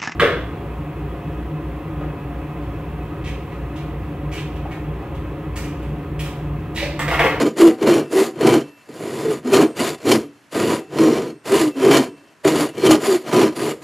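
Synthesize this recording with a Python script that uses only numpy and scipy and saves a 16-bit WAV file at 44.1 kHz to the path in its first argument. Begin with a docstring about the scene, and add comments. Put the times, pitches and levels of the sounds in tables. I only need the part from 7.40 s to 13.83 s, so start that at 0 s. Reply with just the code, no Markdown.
"""Workshop, close microphone: a hand saw strokes to and fro through a thin upright board held in a vise.
From the first stroke fibres tear in a dense rasp that rings the steel, and board modes sing as the teeth pass.
From 0.3 s board and blade modes ring on as the teeth let go; from 0.4 s the blade also chatters in the kerf,
mostly on cutting strokes. From 1.25 s a few thin gliding squeaks come high in the steel.
Sawing goes on to the end at 6.4 s; short room scatter and steady shop noise lie behind it throughout."""
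import sys
import numpy as np
from scipy import signal
from scipy.fft import rfft, irfft, next_fast_len
from scipy.io import wavfile
from scipy.ndimage import uniform_filter1d

SR = 44100
rng = np.random.default_rng(int(sys.argv[2]) if len(sys.argv) > 2 else 0)


def bounce(signal):
    """Save signal as a 16-bit WAV file at the path given by the first command-line argument."""
    frames = np.transpose(np.atleast_2d(signal))
    limited = np.clip(frames, -1, 1)
    pcm = np.round(limited * 32767).astype(np.int16)
    wavfile.write(sys.argv[1], SR, pcm)


def voltage_ratio(level):
    """Linear amplitude factor for a level in decibels (scalar or array-like)."""
    return 10 ** (np.asarray(level, float) / 20)


N = 283563  # samples

# One curve a stroke, cutting and return in turn:
# (time [s], tearing of the teeth [dB], shaking of the board [dB])
STROKE_CURVES = [
    [(0.0, -28.5, -8.5), (0.028, -25, -15), (0.04, -33, -10.5), (0.068, -30.5, -14.5), (0.13, -56, -33),
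     (0.14, -52, -32.5)],
    [(0.14, -52, -33.5), (0.154, -53.5, -29), (0.17, -33.5, -23), (0.216, -23.5, -10), (0.26, -29.5, -12.5),
     (0.28, -26, -11), (0.308, -37.5, -16.5), (0.375, -61, -35)],
    [(0.375, -55, -35), (0.417, -40.5, -21), (0.431, -29.5, -12.5), (0.457, -38, -14.5), (0.473, -27, -12),
     (0.581, -28.5, -14), (0.621, -45, -23.5), (0.68, -55, -34)],
    [(0.68, -56, -39), (0.694, -52, -36), (0.724, -32.5, -15.5), (0.778, -28.5, -16.5), (0.812, -29, -16.5),
     (0.868, -35.5, -24), (0.93, -57, -33)],
    [(0.93, -58, -38.5), (1.01, -36.5, -16.5), (1.06, -29.5, -11), (1.072, -21.5, -10), (1.144, -27.5, -15),
     (1.164, -31.5, -12), (1.248, -54, -35.5), (1.33, -61.5, -59)],
    [(1.46, -59, -61), (1.484, -64, -39.5), (1.548, -48, -36), (1.62, -42, -25.5), (1.82, -38.5, -25),
     (1.866, -38, -20.5), (1.94, -36.5, -22.5), (2.02, -63, -41.5)],
    [(2.02, -63, -40), (2.068, -40, -23), (2.114, -38.5, -19), (2.14, -18, -9.5), (2.2, -27.5, -6),
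     (2.236, -30.5, -14.5), (2.28, -48.5, -23), (2.34, -61, -43)],
    [(2.34, -62, -40), (2.372, -38.5, -27), (2.406, -24, -15.5), (2.486, -29, -25), (2.502, -28.5, -22.5),
     (2.548, -41, -32.5), (2.568, -65, -48), (2.59, -47.5, -46)],
    [(2.59, -56, -43.5), (2.674, -29.5, -13.5), (2.724, -18, -18), (2.742, -29.5, -12.5),
     (2.758, -25.5, -13), (2.848, -57.5, -35.5), (2.93, -64, -53)],
    [(3.1, -64, -67), (3.12, -41.5, -48), (3.144, -39.5, -20), (3.162, -31.5, -17.5), (3.3, -27.5, -14),
     (3.39, -39, -25.5), (3.418, -57, -35), (3.47, -65, -47)],
    [(3.47, -61, -45), (3.542, -41, -20), (3.556, -39.5, -22), (3.608, -29, -11.5), (3.764, -32.5, -16),
     (3.91, -47.5, -28.5), (3.938, -56, -36.5), (4.0, -71, -57)],
    [(4.03, -71, -53), (4.058, -41, -32), (4.138, -22, -12.5), (4.154, -22, -12), (4.172, -23, -21),
     (4.23, -26.5, -20), (4.282, -36, -25), (4.33, -55, -43)],
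    [(4.33, -56, -44), (4.37, -38.5, -26), (4.468, -29, -8), (4.534, -18, -12.5), (4.562, -23, -13),
     (4.57, -18, -11), (4.736, -65.5, -44), (4.78, -61, -51.5)],
    [(5.03, -63, -62), (5.048, -32, -4.5), (5.082, -24, -15), (5.144, -33, -17), (5.16, -29, -13),
     (5.208, -28, -23.5), (5.232, -28, -17.5), (5.33, -58, -45)],
    [(5.33, -55, -40), (5.386, -40, -19.5), (5.41, -34.5, -27), (5.432, -33.5, -9.5), (5.466, -19.5, -11.5),
     (5.486, -27.5, -7), (5.516, -17.5, -10.5), (5.59, -48, -19)],
    [(5.59, -52, -27), (5.606, -40, -28), (5.634, -35, -17), (5.652, -30, -22.5), (5.718, -26.5, -20),
     (5.764, -32.5, -23), (5.804, -50.5, -37.5), (5.83, -46, -38)],
    [(5.83, -49, -38), (5.882, -33.5, -20.5), (5.908, -38.5, -28.5), (5.936, -25.5, -11.5),
     (6.034, -23.5, -10.5), (6.082, -39, -18.5), (6.104, -51, -28), (6.14, -44, -35)],
    [(6.14, -58, -40), (6.158, -40, -31.5), (6.192, -34.5, -19.5), (6.268, -33.5, -19.5),
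     (6.32, -35, -25.5), (6.392, -58.5, -42), (6.4, -63, -43), (6.43, -45, -34)],
]
# How each stroke leans on the work: (scrape [dB], bench thud [dB], extra treble gain [dB])
STROKE_LEAN = [(0.5, -18.5, 0), (-0.5, -22.5, 1.5), (0.5, -18.5, 0), (-2, -24.5, 3), (1, -16, 0),
               (-1.5, -15, 1.5), (1, -19.5, 1), (-3, -15.5, -1), (-2, -16.5, 0.5), (-1.5, -18, 0),
               (-2, -18.5, -2), (-2, -14.5, -0.5), (0, -19, -0.5), (-1, -16, 0.5), (-2.5, -16, -0.5),
               (-3, -20.5, 2), (-0.5, -19.5, -1), (-1.5, -19, 1.5)]
RASP_DB, KNOCK_DB = 2, -1  # over the tearing, over the shaking
SCRAPE_FROM_BOARD = 0.49  # share of the scrape's dB that follows the shaking; the rest follows the tearing
BENCH_PER_BOARD_DB = 0.82  # bench dB per dB of shaking
TREBLE_HZ = 7000  # corner of the extra treble

# Broad colour of the low scrape: (frequency [Hz], relative level [dB per Hz])
SCRAPE_COLOUR = [(320, -41.5), (550, 4.5), (746, 1.5), (828, -6.5), (981, -2.5), (1130, -5.5), (1250, -4),
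                 (2600, -18), (3380, -26), (5720, -120)]
# Broad colour of the bright rasp: (frequency [Hz], relative level [dB per Hz])
RASP_COLOUR = [(1410, -8), (2400, -4), (3800, -6), (4370, -5), (5420, -10), (6980, -9), (8720, -12),
               (10000, -11), (15000, -20)]
# Blade resonances: (frequency [Hz], width [Hz], cutting level over the tearing [dB], return level [dB])
BLADE_MODES = [(655, 29, -4.5, -6), (764, 28, -10, -10), (994, 82, -3, -1.5), (1207, 21.4, -2, -2),
               (1975, 175, -16, -4), (2336, 56, -1, -27.5), (2884, 65, -2, 0), (3089, 50, 4, -17),
               (3536, 67, -10, -5), (4258, 65, 4, -5), (4680, 37, -2.5, 6), (5075, 46, 1, -2.5),
               (5670, 45, 4, -12), (5770, 31.6, 0, -17.5), (6453, 33, 1, -13), (7004, 180, 1, 2.5),
               (7316, 49, -3, 4), (8080, 88, -11, -1.5), (9760, 150, -0.5, 5.5), (11294, 70, -6, 1)]
WAVER_DB, DRIFT_DB = 2.5, 1.5  # fast and slow spread of each blade resonance
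STEEL_DB = -4.0  # gain on tearing and blade together
GRIT_SPREAD_DB, TEAR_DEPTH = 1.5, 0.15  # unevenness of the fibres, depth of the chatter beat on the tearing

# The blade catches hard and slips free:
# (time [s], rasp level before SLIP_DB [dB], board thump level before the board's resonances [dB])
HARD_CATCHES = [(0.0175, -14, -28), (0.172, -21, -20), (0.2167, -18, -17), (0.411, -25, -15),
                (0.727, -17, -26), (1.009, -16, -29), (1.489, -37.5, -32), (2.047, -31, -24.5),
                (2.367, -22, -25), (3.121, -31, -32), (4.054, -25, -29), (5.378, -20, -23),
                (6.161, -24, -24), (0.2733, -9, -16), (0.47, -17, -11), (0.5377, -16, -22.5),
                (1.0422, -33.5, -5.5), (1.07, -6.5, -11), (2.0717, -24.5, -25), (2.134, -13, -19),
                (2.2224, -13, -26), (2.394, -18, -13), (2.6873, -9, -8), (2.714, -4, -4),
                (3.5842, -15, -12), (3.6349, -19, -13), (4.118, -8, -12.5), (4.4484, -14, -11),
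                (4.511, -1, -26), (4.569, -9, -21.5), (5.049, -12, -33), (5.0764, -6.5, -20.5),
                (5.465, -5, -15), (5.5081, 2, -13), (5.929, -19, -9), (6.0235, -21, -13.5)]
SLIP_DB, SLIP_RISE_S, SLIP_FALL_S = -18.5, 0.00138, 0.0037
# Lighter catches come at random; the first two levels are the strongest, over the tearing and the shaking
SNAGS_PER_S = 14
SNAG_DB, SNAG_THUMP_DB, SNAG_SPREAD_DB = 15, -4.5, 4.5

# Board resonances: (frequency [Hz], width [Hz], relative level [dB])
BOARD_MODES = [(233, 34, -3), (265.4, 35, -4), (320, 33, 2), (385, 40, 1), (448.5, 64.7, -2),
               (520.8, 74, -13.5)]
# Bench resonances: (frequency [Hz], width [Hz], relative level [dB])
BENCH_MODES = [(115, 22.5, -27), (150, 29, 8.5), (80, 31.5, -7.5)]
# Board modes sing out as the teeth pass: (start [s], end [s], from [Hz], to [Hz], level [dB])
SINGING_GLIDES = [(.01, .09, 297.6, 306, -18), (.19, .32, 347.8, 315.3, -6.5), (.19, .24, 406, 374, -14),
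                  (.46, .55, 388.9, 308, -16), (.73, .85, 369.8, 394, -10.5), (1.04, 1.19, 390.8, 321, -14),
                  (1.84, 1.94, 453, 427.4, -19), (2.04, 2.12, 252.6, 246, -18.5),
                  (2.11, 2.19, 409, 358, -10), (2.16, 2.28, 329.8, 304.7, -13), (2.64, 2.73, 256, 347, -19),
                  (2.7, 2.79, 356.9, 320, -17), (3.58, 3.71, 320, 320, -13.5),
                  (3.66, 3.73, 238.3, 234.1, -19), (4.1, 4.18, 367, 411, -16),
                  (4.18, 4.32, 333.2, 291.4, -15), (4.35, 4.44, 281, 256, -20), (4.42, 4.51, 392, 385, -10),
                  (4.49, 4.63, 283.7, 259, -12.5), (5.2, 5.27, 294, 297, -18),
                  (5.42, 5.5, 403.4, 320, -15.5), (5.46, 5.59, 320, 307.4, -14),
                  (5.66, 5.78, 391, 361.5, -12), (5.94, 6.04, 366.6, 367, -17.5),
                  (6.01, 6.13, 344, 291, -19), (6.21, 6.31, 430.7, 421, -24)]
# The blade bounces regularly in the kerf: (start [s], end [s], from [Hz], to [Hz], level [dB])
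CHATTER_GLIDES = [(.4, .62, 134.3, 115, -31), (.99, 1.22, 134.2, 109.2, -24.5),
                  (2.1, 2.24, 128.7, 121.5, -32), (2.66, 2.8, 125.3, 105.4, -25.5),
                  (3.16, 3.38, 99.6, 111.5, -29.5), (3.52, 3.8, 150, 154.1, -27),
                  (4.46, 4.64, 139.6, 134.6, -22), (5.17, 5.29, 158.8, 147, -39.5),
                  (5.45, 5.58, 127.1, 112.7, -26.5), (5.92, 6.08, 124.2, 117.1, -25)]
# Chatter harmonics 1, 2, ..: one column, level over the glide's own [dB]
CHATTER_HARMONICS = [-0.5, 6, 4, -3.5, -6.5, -8, -4.5]
GLIDE_JITTER, GLIDE_SCATTER_DB = 0.014, 1.5  # fraction of the pitch, spread of the level

# The teeth let go: (time [s], board level [dB], blade level [dB], blade tilt [dB per octave])
LETTING_GO = [(.3, -31, -62, 0), (0.599, -50, -52, -4), (.88, -42.5, -65.5, 0), (1.23, -40, -52, -4),
              (2.26, -45, -58, 9.5), (2.55, -51, -56, 0), (2.84, -38, -64, 0), (3.4, -44.5, -59, 0),
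              (3.89, -47, -60, 5), (4.3, -55, -52, 2), (4.67, -38.5, -55.5, 3), (5.26, -55, -54, 0)]
# Lightly damped board modes: (frequency [Hz], T60 [s], level after a cut [dB], level after a return [dB])
BOARD_RING_MODES = [(287, 0.46, 2.5, -25), (759, 0.21, -30, 5)]
# Lightly damped blade modes: (frequency [Hz], T60 [s], level after a cut [dB], level after a return [dB])
BLADE_RING_MODES = [(1810, 1.5, -10.5, -24), (2670, 1.01, 1, 1.5), (5570, 1.5, -20, -13),
                    (8530, 1.07, -13.5, -30.5)]
TILT_PIVOT_HZ, RING_FLUTTER_DB = 2695, 2.5
REGRIP_S = 0.03  # delay and time constant with which the next stroke damps the ringing

# Thin squeaks as the blade turns round: (start [s], end [s], from [Hz], to [Hz], level [dB])
SQUEAK_GLIDES = [(1.25, 1.38, 11050, 11650, -66), (1.35, 1.41, 12500, 11500, -71),
                 (2.84, 2.89, 12300, 10700, -65), (4.3, 4.36, 13700, 13000, -64),
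                 (5.77, 5.85, 12800, 11200, -62)]
SQUEAK_JITTER = 0.003  # fraction of the pitch

ROOM_T60_S, ROOM_DB = 0.24, -14.5
# Colour of the shop noise: (frequency [Hz], relative level [dB per Hz])
SHOP_COLOUR = [(18, -67), (30, -28), (107, -5), (253, -7), (288, -1.5), (404, -12.5), (1780, -8.5),
               (3320, -23), (5730, -24), (11900, -33), (15000, -50)]
SHOP_DB = -55
# Stereo spread of the sawing: (frequency [Hz], side minus mid [dB])
SAW_SIDE = [(60, -23.5), (110, -41.5), (200, -42), (370, -36.5), (690, -25), (1270, -31), (2340, -22),
            (4300, -16.5), (7920, -19), (14600, -18)]
# Stereo spread of the shop noise: (frequency [Hz], side minus mid [dB])
SHOP_SIDE = [(100, -9.5), (400, -8), (3000, -9.5), (12000, -8)]
MIC_LOW_HZ, MIC_TOP_HZ = 69.5, 14950


def unit(x):
    """Scale to rms 1."""
    return x / np.sqrt(np.mean(x ** 2))


def shape(x, points):
    """Colour a sound by (frequency [Hz], gain [dB]) points, joined on a log frequency axis."""
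    hz, db = np.transpose(points)
    n = next_fast_len(N)
    f = np.maximum(np.arange(n // 2 + 1) * SR / n, 1)
    gain = voltage_ratio(np.interp(np.log(f), np.log(hz), db))
    return irfft(rfft(x, n) * gain, n)[:N]


def ring(x, hz, width_hz):
    """One resonance, gain 1 at its centre."""
    return signal.lfilter(*signal.iirpeak(hz, hz / width_hz, fs=SR), x)


def flicker(rate):
    """Smooth random wander, about rate new levels a second, rms 1."""
    k = int(SR / rate)
    levels = rng.standard_normal(N // k + 1)
    return unit(uniform_filter1d(np.repeat(levels, k), k)[:N])


def grit(spread_db):
    """Dense fibre snaps of uneven size: noise whose level flickers quickly."""
    return unit(rng.standard_normal(N) * voltage_ratio(spread_db * flicker(900)))


def glides(table, jitter):
    """Place in time, phase and swell of each gliding tone, with wandering pitch and level."""
    for start, end, from_hz, to_hz, db in table:
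        i, n = int(start * SR), int((end - start) * SR)
        hz = np.linspace(from_hz, to_hz, n) * (1 + jitter * flicker(80.5)[:n])
        level = voltage_ratio(db + GLIDE_SCATTER_DB * flicker(45.3)[:n])
        swell = level * signal.windows.tukey(n, 0.6)
        yield slice(i, i + n), 2 * np.pi * np.cumsum(hz) / SR, swell


def blade(beat, scrape, rasp, jolt, cutting):
    """Tearing noise plus blade resonances that differ between cut and return and waver as the contact moves."""
    pulse = (1 + TEAR_DEPTH * beat) * voltage_ratio(1.7 * flicker(30))
    force = grit(GRIT_SPREAD_DB)
    low = unit(shape(force, SCRAPE_COLOUR)) * scrape
    bright = unit(shape(force, RASP_COLOUR)) * rasp * voltage_ratio(0.64 * flicker(22.096))
    tear = pulse * (low + bright)
    struck = tear * (1 + 1.1 * jolt)  # a slip shakes the steel harder than steady tearing
    cut, back = struck * cutting, struck * (1 - cutting)
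    peaks = np.zeros(N)
    for hz, width_hz, cut_db, back_db in BLADE_MODES:
        waver = voltage_ratio(WAVER_DB * flicker(24) + DRIFT_DB * flicker(4))
        peaks += ring((voltage_ratio(cut_db) * cut + voltage_ratio(back_db) * back) * waver, hz, width_hz)
    return voltage_ratio(STEEL_DB) * (tear + peaks)


def catches(t, tearing, shaking):
    """Times and levels of the hard catches and of random snags, as strong as the stroke allows."""
    at, size, thud = rng.random((int(SNAGS_PER_S * N / SR), 3)).T
    at = at * t[-1]
    snag_db = np.interp(at, t, tearing) + SNAG_DB + SNAG_SPREAD_DB * np.log(size)
    thump_db = np.interp(at, t, shaking) + SNAG_THUMP_DB + SNAG_SPREAD_DB * np.log(thud)
    return np.hstack([np.transpose(HARD_CATCHES), [at, snag_db, thump_db]])


def judder(s, db):
    """Force of the slips: each swells fast and dies away."""
    kicks = np.zeros(N)
    kicks[(s * SR).astype(int)] = voltage_ratio(db)
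    t = np.arange(int(0.08 * SR)) / SR
    swell = (1 - np.exp(-t / SLIP_RISE_S)) * np.exp(-t / SLIP_FALL_S)
    return signal.fftconvolve(kicks, swell / swell.max())[:N]


def knocking(modes, gain):
    """Random fibre breaks knock a wooden body, each mode a doubled resonance of alternating sign."""
    power = sum(voltage_ratio(db) ** 2 * width_hz for _, width_hz, db in modes) / SR
    force = grit(GRIT_SPREAD_DB) * gain / np.sqrt(power)
    out = np.zeros(N)
    for k, (hz, width_hz, db) in enumerate(modes):
        twice = ring(ring(force, hz, 2 * width_hz), hz, 2 * width_hz)
        out += (-1) ** k * voltage_ratio(db) * twice / 2
    return out


def singing():
    """Board modes sing out as the teeth pass: near-pure tones, mostly gliding down, with a weak octave."""
    out = np.zeros(N)
    for span, phase, swell in glides(SINGING_GLIDES, GLIDE_JITTER):
        out[span] += np.sqrt(2) * swell * (np.sin(phase) + 0.081 * np.sin(2 * phase))
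    return out


def chatter():
    """Regular blade bounces as a stack of harmonics, and the beat they put on the tearing."""
    out, beat = np.zeros(N), np.zeros(N)
    for span, phase, swell in glides(CHATTER_GLIDES, GLIDE_JITTER):
        stack = sum(voltage_ratio(db) * np.cos((k + 1) * phase) for k, db in enumerate(CHATTER_HARMONICS))
        out[span] += swell * stack
        beat[span] += np.cos(phase) * swell / swell.max()
    return out, beat


def rings(starts):
    """Slow modes left sounding as the teeth let go, until the next stroke grips the blade."""
    out, clock = np.zeros(N), np.arange(N) / SR
    modes = BOARD_RING_MODES + BLADE_RING_MODES
    flutter = [RING_FLUTTER_DB * flicker(29.92) for _ in modes]
    for start, board_db, blade_db, tilt_db in LETTING_GO:
        k = np.searchsorted(starts, start)  # strokes begun so far; odd after a cut
        t = np.maximum(clock - start, 0)
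        grip = np.exp(-np.maximum(clock - starts[k] - REGRIP_S, 0) / REGRIP_S)
        free = (1 - np.exp(-t / 0.0052)) * grip
        struck = [board_db for _ in BOARD_RING_MODES]
        struck += [blade_db + tilt_db * np.log2(mode[0] / TILT_PIVOT_HZ) for mode in BLADE_RING_MODES]
        for (hz, t60, cut_db, back_db), db, wobble in zip(modes, struck, flutter):
            peak_db = db + (cut_db if k % 2 else back_db)
            level = np.sqrt(2) * voltage_ratio(peak_db - 60 * t / t60 + wobble)
            out += level * free * np.sin(2 * np.pi * hz * t)
    return out


def squeaks():
    """Faint pure glides high in the steel."""
    out = np.zeros(N)
    for span, phase, swell in glides(SQUEAK_GLIDES, SQUEAK_JITTER):
        out[span] += np.sqrt(2) * swell * np.sin(phase)
    return out


def room(x):
    """A cluttered workshop: short scatter as exponentially decaying noise, starting after 4 ms."""
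    t = np.arange(int(0.4 * SR)) / SR
    tail = rng.standard_normal(len(t)) * voltage_ratio(-60 * t / ROOM_T60_S) * (t > 0.004)
    return voltage_ratio(ROOM_DB) * signal.fftconvolve(x, tail / np.sqrt(np.sum(tail ** 2)))[:N]


def shop_noise():
    """The quiet shop: steady coloured noise."""
    return voltage_ratio(SHOP_DB) * unit(shape(rng.standard_normal(N), SHOP_COLOUR))


def scene():
    """Saw, board and bench almost dead centre over the quiet shop."""
    t = np.arange(N) / SR
    s, *columns = np.vstack(STROKE_CURVES).T
    tearing, shaking = (np.interp(t, s, c) for c in columns)
    starts = [curve[0][0] for curve in STROKE_CURVES]
    stroke = np.searchsorted(starts, t, "right")  # counts from 1; odd strokes cut
    cutting = uniform_filter1d(1. * (stroke % 2), size=400)
    lean = np.array(STROKE_LEAN, float)[stroke - 1].T
    scrape_db, bench_db, treble_db = uniform_filter1d(lean, size=400)

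    rasp, board = voltage_ratio(tearing + RASP_DB), voltage_ratio(shaking + KNOCK_DB)
    scrape = voltage_ratio(scrape_db + SCRAPE_FROM_BOARD * shaking + (1 - SCRAPE_FROM_BOARD) * tearing)
    bench = voltage_ratio(bench_db + BENCH_PER_BOARD_DB * shaking)
    slip_s, slip_db, thump_db = catches(t, tearing, shaking)
    slip = voltage_ratio(SLIP_DB) * judder(slip_s, slip_db)

    bounces, beat = chatter()
    steel = blade(beat, scrape + slip, rasp + slip, slip / (rasp + slip), cutting)
    treble = signal.lfilter(*signal.butter(1, TREBLE_HZ, "high", fs=SR), steel)
    steel = steel + (voltage_ratio(treble_db) - 1) * treble
    wood = knocking(BOARD_MODES, board + judder(slip_s, thump_db)) + knocking(BENCH_MODES, bench)
    wood = wood + singing() + bounces
    saw = wood + steel + rings(starts) + squeaks()

    mid = saw + room(saw)
    shop = shop_noise()
    # a faint side signal, the mid under quick random flicker, keeps left and right loosely unlike
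    side = shape(mid * flicker(120), SAW_SIDE) + shape(shop_noise(), SHOP_SIDE)
    return np.array([mid + shop + side, mid + shop - side])


def roll_off(x):
    """The treble ends steeply here."""
    return signal.sosfilt(signal.butter(12, 15190, fs=SR, output="sos"), x)


def record(dry):
    """The microphone drops the deep bass, the input rounds the loudest peaks, and the very top is cut."""
    low_cut = signal.butter(2, MIC_LOW_HZ, "high", fs=SR, output="sos")
    top_cut = signal.ellip(8, 0.2, 60, MIC_TOP_HZ, fs=SR, output="sos")
    rounded = np.tanh(0.857 * signal.sosfilt(low_cut, dry)) / 0.96
    mix = signal.sosfilt(top_cut, rounded)
    return roll_off(mix)


dry = scene()
out = record(dry)
bounce(out)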